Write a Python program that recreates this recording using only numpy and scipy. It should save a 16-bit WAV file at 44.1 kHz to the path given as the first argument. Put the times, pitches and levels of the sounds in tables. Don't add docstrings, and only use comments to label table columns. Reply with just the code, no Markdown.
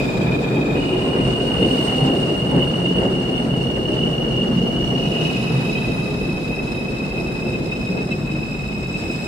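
import sys
import numpy as np
from scipy import signal
from scipy.fft import rfft, irfft, next_fast_len
from scipy.io import wavfile
from scipy.ndimage import uniform_filter1d, map_coordinates

SR = 44100
rng = np.random.default_rng(int(sys.argv[2]) if len(sys.argv) > 2 else 0)


def wrap_up_sound(samples):
    columns = np.atleast_2d(samples).T
    tamed = np.clip(columns, -1, 1)
    steps = np.round(tamed * 32767).astype(np.int16)
    wavfile.write(sys.argv[1], SR, steps)


N = 408807
TIME = np.arange(N) / SR


def from_db(db):
    return 10 ** (np.asarray(db) / 20)


def rms_one(x):
    return x / np.sqrt(np.mean(x ** 2) + 1e-20)


def in_time(rows):
    s, *columns = np.transpose(rows)
    return [np.interp(TIME, s, column) for column in columns]


def at_hz(points, hz, outside=None):
    f, value = np.transpose(points)
    return np.interp(np.log(hz), np.log(f), value, outside, outside)


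def drift(rate_hz):
    step = 20
    pole = np.exp(-2 * np.pi * rate_hz * step / SR)
    noise = rng.standard_normal(N // step + 2002)
    slow = signal.lfilter([1], [1, -2 * pole, pole * pole], noise)[2000:]
    return np.interp(np.arange(N) / step, np.arange(len(slow)), rms_one(slow))


def bell(middle_s, spread_s):
    return np.exp(-np.minimum(((TIME - middle_s) / spread_s) ** 2, 100) / 2)


def swelling_tones(rows, waver_hz, waver_rate):
    out = 0
    for middle_s, length_s, pitch_hz, level_db in rows:
        cycles = np.cumsum(pitch_hz + waver_hz * drift(waver_rate)) / SR
        out = out + from_db(level_db) * bell(middle_s, length_s / 2) * np.cos(2 * np.pi * cycles)
    return out


# frequency_hz, correlation (-1 to 1)
PORT_CORRELATION = [(100, 0.96), (210, 0.96), (300, 0.79), (400, 0.8), (520, 0.61), (750, 0.35),
                    (1050, -0.24), (1600, -0.26), (2300, 0.039), (3000, -0.025)]


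def diffuse_noise(colour, flutter_db, flutter_rate):
    size = next_fast_len(N, real=True)
    hz = np.maximum(np.fft.rfftfreq(size, 1 / SR), 1)
    white = rfft(rng.standard_normal((2, size)))
    mid, side = white * from_db(at_hz(colour, hz, -np.inf))
    alike = np.clip(at_hz(PORT_CORRELATION, hz), -1, 1)
    ports = np.sqrt(1 + alike) * mid + np.sqrt(1 - alike) * side * [[1], [-1]]
    return rms_one(irfft(ports, size)[:, :N]) * from_db(flutter_db * drift(flutter_rate))


def station(x, t60, near_t60, near_db, count=4):
    t = TIME[:SR]
    already_ringing = np.concatenate([x[-SR:], x])[None]
    shares = np.array([drift(4.57) for _ in range(count)])
    shares = shares / np.linalg.norm(shares, axis=0)
    out = 0
    for share in shares:
        near = rms_one(rng.standard_normal((2, SR)) * from_db(-60 * t / near_t60))
        hall = rms_one(rng.standard_normal((2, SR)) * from_db(-60 * t / t60))
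        response = from_db(near_db) * near + hall
        path = signal.fftconvolve(already_ringing, response, axes=1)[:, SR:SR + N]
        out = out + share * path / path.std(axis=1, keepdims=True)
    return out


# time_s, depth (0-1)
SPEED_CURVE = [(0, 0.54), (1.9, .52), (5.3, .41), (9.27, 0.28)]


def modulation_depth():
    depth, = in_time(SPEED_CURVE)
    return depth


def speed_db():
    depth = modulation_depth()
    return 20 * np.log10(depth / depth[0])


def sinking(x, glide):
    depth = modulation_depth()
    position = np.cumsum((depth / depth[2 * SR]) ** glide)
    return np.array([map_coordinates(port, [position], order=1, mode="mirror") for port in x])


# time_s, level_db (relative)
BOGIE_PASSES = [(-.15, 1), (1.83, 2), (2.06, -7), (5.35, -1.5), (5.72, -3)]
PASS_S = 0.12
HALL_SPREAD, HALL_DB = 6, -7.5


def bogie_nearness():
    width = PASS_S / from_db(speed_db())
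    power = 0
    for s, db in BOGIE_PASSES:
        distance = (TIME - s) / width
        power = power + from_db(db) ** 2 / (1 + distance ** 2)
        power = power + from_db(db + HALL_DB) ** 2 / (1 + (distance / HALL_SPREAD) ** 2)
    return power


def bite(start_s=8.87, rise_s=0.1):
    return 1 - np.exp(-np.maximum(TIME - start_s, 0) / rise_s)


def friction(train_db, speed_power, bogie_db, bite_db):
    train = from_db(train_db + speed_power * speed_db())
    bogies = from_db(bogie_db) ** 2 * bogie_nearness()
    brakes = from_db(bite_db) * bite()
    return np.sqrt(train ** 2 + bogies + brakes ** 2)


# time_s, rumble_db, roar_db
ROLLING_LEVELS = [(0, -21.5, -21.5), (.8, -24.5, -21.5), (2.1, -24, -22), (2.9, -24, -23),
                  (3.45, -24, -23.5), (4.4, -23, -22.5), (5.6, -23, -25), (6.8, -27.5, -26.5),
                  (7.9, -26, -26.5), (8.75, -27, -31), (9.27, -29, -27.5)]
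# time_s, rumble_surge_db, roar_surge_db
FLAT_SPOT_TURNS = [(.33, 2, 1), (.75, 2.5, 1.5), (1.12, -1.5, 2.5), (1.25, 4.5, 1.5), (1.629, 5, 1.5),
                   (2.07, 1.5, 4.5), (2.56, 4.5, 5.5), (3.02, 3, 3), (3.53, 0.5, 1), (4.03, 2, 0),
                   (4.58, 1, -1), (5.22, -0.5, 1.5), (5.57, 1.5, 0.5), (7.5, 2, 2), (8.0, -1, 4),
                   (8.23, 2.5, 0.5)]
# frequency_hz, level_db (per Hz)
SHAKE_COLOUR = [(15, -36), (24, -6), (34, 0.5), (58, 7), (80, 0.5), (102, 5), (135, -41)]
RUMBLE_COLOUR = [(98, -35), (112, -5), (126, 2), (150, 1), (185, 0), (222, -2), (290, -17.5)]
ROAR_COLOUR = [(185, -28), (240, 1), (266, 2.3), (305, -1.5), (375, 1), (425, -2), (490, -3), (600, -9),
               (720, -13), (1050, -22.5)]
GRIND_COLOUR = [(480, -1), (690, -0.5), (820, -2.5), (1000, -4.5), (1400, -7.5), (2000, -13), (2600, -21),
                (3400, -24.5)]
RUB_COLOUR = [(2000, 2), (2800, 7), (3300, 1.5), (3500, 3.5), (4600, 3), (5300, -2), (6100, -6), (7400, -4),
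              (9500, -14.5)]
HISS_COLOUR = [(4500, 10), (7200, -4), (9000, 3), (10800, 4), (12500, 1.5), (15700, -1.5)]


def wheels():
    rumble_db, roar_db = in_time(ROLLING_LEVELS)
    surge_db, roar_surge_db = sum(np.outer(dbs, bell(s, 0.048)) for s, *dbs in FLAT_SPOT_TURNS)
    shake = from_db(-35.0 + 0.63 * surge_db) * diffuse_noise(SHAKE_COLOUR, flutter_db=1.5, flutter_rate=22)
    rumble_gain = from_db(rumble_db - 0.34 + surge_db)
    rumble = rumble_gain * diffuse_noise(RUMBLE_COLOUR, flutter_db=0.0, flutter_rate=22)
    roar_noise = diffuse_noise(ROAR_COLOUR, flutter_db=1.3, flutter_rate=20)
    roar = from_db(roar_db - 1.0 + roar_surge_db) * sinking(roar_noise, glide=0.17)
    grind = friction(train_db=-32.5, speed_power=1.24, bogie_db=-40.5, bite_db=-39.5)
    grind = grind * from_db(0.55 * roar_surge_db)
    rub = friction(train_db=-45.5, speed_power=0.45, bogie_db=-40.5, bite_db=-45)
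    hiss = friction(train_db=-58.0, speed_power=-0.05, bogie_db=-53.0, bite_db=-56)
    return (shake + rumble + roar
            + grind * diffuse_noise(GRIND_COLOUR, flutter_db=1.5, flutter_rate=43)
            + rub * diffuse_noise(RUB_COLOUR, flutter_db=1.5, flutter_rate=27)
            + hiss * diffuse_noise(HISS_COLOUR, flutter_db=0.3, flutter_rate=29))


# middle_s, length_s, pitch_hz, level_db (before flutter)
DRONE_TONES = [(.65, 0.51, 288, -27.5), (.95, 0.22, 378, -27), (1.73, 0.077, 263, -19),
               (2.05, 0.25, 263, -22.5), (2.95, .16, 263, -25.5), (2.93, 0.46, 177, -24),
               (4.5, 0.86, 231, -25), (6.16, .2, 414, -28), (7.55, 0.27, 360, -31)]


def drones(flutter_db=2.0):
    return swelling_tones(DRONE_TONES, waver_hz=4.01, waver_rate=11.9) * from_db(flutter_db * drift(3.5))


# start_s, pitch_hz, level_db (peak of the envelope)
JOLT_BOOMS = [(1.225, 126.4, -20), (1.574, 500, -22.5), (1.601, 338, -21), (2.006, 139.6, -15.5),
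              (2.52, 368, -20.5), (2.545, 130.3, -16), (3.05, 392, -20), (3.925, 387, -27),
              (4.455, 378, -25.5), (3.495, 130, -19), (4.544, 186.7, -15), (5.186, 161, -22),
              (5.521, 134.4, -17), (7.429, 500, -29.5), (7.875, 178, -22.5), (8.207, 158, -30),
              (8.325, 314.5, -25.5)]


def booms(waver_hz=4, rise_s=0.021, t60=0.34):
    waver, out = waver_hz * drift(12), np.zeros(N + SR)
    age = TIME[:SR // 2]
    shape = (1 - np.exp(-(age / rise_s) ** 2)) * from_db(-60 * age / t60)
    shape = shape / shape.max()
    for (s, hz, db), turn in zip(JOLT_BOOMS, rng.random(len(JOLT_BOOMS))):
        span = int(s * SR) + np.arange(len(age))
        cycles = turn + np.cumsum(hz + waver[span % N]) / SR
        out[span] += from_db(db) * shape * np.cos(2 * np.pi * cycles)
    return out[:N]


def groan(at_s=1.6, spread_s=0.1, pitch_hz=465, sag_hz_per_s=330, level_db=-27, waver_hz=8):
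    pitch = pitch_hz - sag_hz_per_s * (TIME - at_s) + waver_hz * drift(21)
    return from_db(level_db) * bell(at_s, spread_s) * np.cos(2 * np.pi * np.cumsum(pitch) / SR)


# start_s, level_db (before rise and decay)
RAIL_KNOCKS = [(1.15, -28), (1.61, -34), (1.86, -24), (2.03, -45), (2.55, -46), (3.01, -26), (3.77, -40),
               (7.35, -37)]
# frequency_hz, level_db (per Hz)
KNOCK_COLOUR = [(150, -10), (300, -14), (510, -9), (700, 20), (1200, 4), (2100, 5), (4000, -56),
                (9000, -55)]


def knocks(rise_s=0.0076, t60=0.35):
    force = 0
    for s, db in RAIL_KNOCKS:
        age = np.maximum(TIME - s, 0)
        force = force + from_db(db - 60 * age / t60) * (1 - np.exp(-age / rise_s))
    return force * diffuse_noise(KNOCK_COLOUR, flutter_db=3.5, flutter_rate=66)


# middle_s, length_s, pitch_hz, level_db (before the echo is mixed in)
WHEEL_SONGS = [(1.09, .25, 1055, -42), (1.5, 0.3, 1525, -43), (2.05, 0.16, 780, -30.5),
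               (2.54, 0.075, 839, -32), (3.04, 0.04, 538, -21), (3.04, .07, 645, -35),
               (3.03, .06, 882, -42), (3.94, 0.07, 619, -28), (5.1, 0.82, 682, -36.5),
               (6.08, 0.15, 1220, -44)]


def singing_wheels():
    direct = swelling_tones(WHEEL_SONGS, waver_hz=14.24, waver_rate=38.6)
    echo = station(direct, t60=0.63, near_t60=0.17, near_db=10, count=1)
    return direct.std() * rms_one(direct / direct.std() + 0.31 * echo)


def chirp(at_s=2.627, pitch_hz=13850, level_db=-46, rise_s=0.001, t60=0.045):
    age = np.maximum(TIME - at_s, 0)
    pulse = from_db(level_db - 60 * age / t60) * (1 - np.exp(-age / rise_s))
    return pulse * np.cos(2 * np.pi * np.cumsum(pitch_hz + 130 * drift(200)) / SR)


def pulse_width_gain(multiple, depth, fill=0.097):
    angle = np.linspace(0, np.pi, 32)
    depths = np.linspace(0, 1, 100)
    order = 1 + multiple % 2
    swing = np.outer(multiple * np.pi / 2 * depths, np.sin(angle))
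    bessel = np.cos(order * angle - swing).mean(axis=1)
    return np.interp(depth, depths, np.hypot(bessel, fill))


def evened(x, share=0.88, smooth_s=0.036):
    power = uniform_filter1d(rms_one(x) ** 2, max(int(smooth_s * SR), 1), axis=1) + 0.1
    return rms_one(x / power ** (np.clip(share, 0, 1) / 2))


def brief_swings(rows, spread_s):
    s, db = np.transpose(rows)
    coarse = TIME[::40]
    offset = (coarse[:, None] - s) / spread_s
    swings = np.exp(-np.minimum(offset ** 2, 100) / 2) @ db
    return np.interp(TIME, coarse, swings)


# time_s, swing_db (overlapping rows add)
SQUEAL_FLARES = [(.017, 6), (.33, 4), (.47, 3), (.587, 1.5), (.9, 1), (1.63, 5.5), (1.76, -2), (2.57, 1),
                 (2.631, 8), (2.872, 7.5), (2.973, 7), (3.375, 5), (3.498, -1), (3.971, 2.5), (4.04, 6),
                 (4.243, 1), (4.365, 3.5), (4.412, 5.5), (4.793, 1), (5.779, 3.5), (6.4, -2), (6.524, 3),
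                 (6.583, 3.5), (7.181, 3.5), (7.559, 4), (7.728, 4.5), (7.877, 3), (8.014, 6), (8.139, 11),
                 (8.312, 3), (8.738, 1), (8.956, 4), (9.118, 5.5)]
# time_s, swing_db (overlapping rows add)
SQUEAL_GAPS = [(.04, -3), (.135, -3), (.41, -4), (.499, -4), (.675, 0), (1.854, -5), (2.18, -2),
               (2.462, -2), (2.747, 0.5), (2.831, -2), (3.464, -9), (3.815, -2.5), (4.512, -4), (5.103, -5),
               (6.161, -5), (6.647, -3), (7.503, 2), (7.6, -6), (7.676, -3), (7.829, -1), (8.061, -9),
               (8.167, -12), (8.233, -5), (8.408, 0), (9.022, 1)]


def beaded(x, above_hz, bead_db, bead_rate, overtone_flutter_db=2.06, bite_lift_db=4):
    main = signal.sosfiltfilt(signal.butter(8, above_hz, fs=SR, output="sos"), x)
    flutter = rms_one(from_db(overtone_flutter_db * drift(67)))
    overtones = (x - main) * flutter * from_db(bite_lift_db * bite())
    band = signal.butter(2, [bead_rate / 2, bead_rate * 2], "band", fs=SR, output="sos")
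    quick = signal.sosfilt(band, rng.standard_normal(N))
    beads = rms_one(from_db(bead_db * rms_one(np.tanh(rms_one(quick)))))
    swings_db = brief_swings(SQUEAL_FLARES, spread_s=0.016) + brief_swings(SQUEAL_GAPS, spread_s=0.018)
    return evened(main) * main.std() * beads * from_db(swings_db) + overtones


def inverter(casing, switch_hz, dither_hz, dither_limit, split_hz, widening, slot_db, upper_slot_db,
             overtone_db, bead_db, bead_rate, odd_split=1.9, slot_span_hz=1420):
    depth = modulation_depth()
    dither = 2 * np.pi * np.cumsum(dither_hz * rms_one(np.tanh(drift(73.6) / dither_limit))) / SR
    drive = 2 * np.pi * np.cumsum(split_hz * (1 + 0.2 * drift(8.25))) / SR
    slots = np.cos(2 * np.pi * np.cumsum(slot_span_hz * depth) / SR)
    tone = 0
    for multiple, db in casing:
        k = round(multiple)
        phase = 2 * np.pi * k * switch_hz * TIME + dither * (k / 2) ** widening
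        beat = np.sqrt(2) * np.cos(odd_split ** (k % 2) * drive)
        sides = beat + from_db(upper_slot_db if k > 2 else slot_db) * slots
        level = from_db(db + overtone_db * (k > 2)) * pulse_width_gain(k, depth)
        tone = tone + level * np.cos(phase) * sides
    tone = tone / pulse_width_gain(1.4, depth)
    heard = rms_one(station(tone, t60=1.68, near_t60=0.069, near_db=-3.5))
    return beaded(heard, 2.88 * switch_hz, bead_db, bead_rate)


def squeal_envelope(turn, db, build_s, lift_db, switch_s, fade_db_per_s=20, direct_share=0.37):
    on, off = turn
    since_on, since_off = np.maximum(TIME - on, 0), np.maximum(TIME - off, 0)
    direct = (1 - np.exp(-since_on / switch_s)) * np.exp(-since_off / switch_s)
    echo = (1 - np.exp(-since_on / build_s)) * from_db(-fade_db_per_s * since_off)
    share = np.clip(direct_share, 0, 1)
    lift = lift_db * np.sqrt(bogie_nearness())
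    return (share * direct + (1 - share) * echo) * from_db(db + lift)


# on_s, off_s
CAR_TURNS = [(-1, .76), (.745, 5.27), (4.965, 10)]
# multiple (of the switching rate), level_db (relative)
REEDY_CASING = [(2, 3.5), (3, -6), (4, -12), (5, -24), (6, -15), (7, -27.5), (8, -16.5), (10, -33),
                (11, -32), (12, -30)]
SHRILL_CASING = [(2, 7), (3, -17.5), (4, -18), (5, -32), (6, -13), (8, -30), (10, -34.5)]


def squeal():
    first = inverter(REEDY_CASING, switch_hz=1238, dither_hz=35.55, dither_limit=1.23, split_hz=52,
                     widening=0.71, slot_db=-12.5, upper_slot_db=-9, overtone_db=-0.5,
                     bead_db=3.0, bead_rate=19.4)
    second = inverter(SHRILL_CASING, switch_hz=1431.0, dither_hz=44.07, dither_limit=2.7, split_hz=27,
                      widening=0.75, slot_db=-20.5, upper_slot_db=-13, overtone_db=2.5,
                      bead_db=2.06, bead_rate=24)
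    third = inverter(REEDY_CASING, switch_hz=1283.3, dither_hz=21.08, dither_limit=2.08, split_hz=35,
                     widening=1.1, slot_db=-15.5, upper_slot_db=-17, overtone_db=-1,
                     bead_db=2.2, bead_rate=16.7)
    first_gain = squeal_envelope(CAR_TURNS[0], db=-34.0, build_s=0.1, lift_db=5.5, switch_s=0.12,
                                 fade_db_per_s=16)
    second_gain = squeal_envelope(CAR_TURNS[1], db=-30.5, build_s=0.21, lift_db=5.5, switch_s=0.019,
                                  fade_db_per_s=29)
    third_gain = squeal_envelope(CAR_TURNS[2], db=-34.0, build_s=0.51, lift_db=6.5, switch_s=0.019)
    return first * first_gain + second * second_gain + third * third_gain


def scene():
    return wheels() + drones() + booms() + groan() + knocks() + singing_wheels() + chirp() + squeal()


def record(dry):
    return signal.sosfilt(signal.ellip(12, 0.1, 80, 15780, fs=SR, output="sos"), dry)


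dry = scene()
out = record(dry)
wrap_up_sound(out)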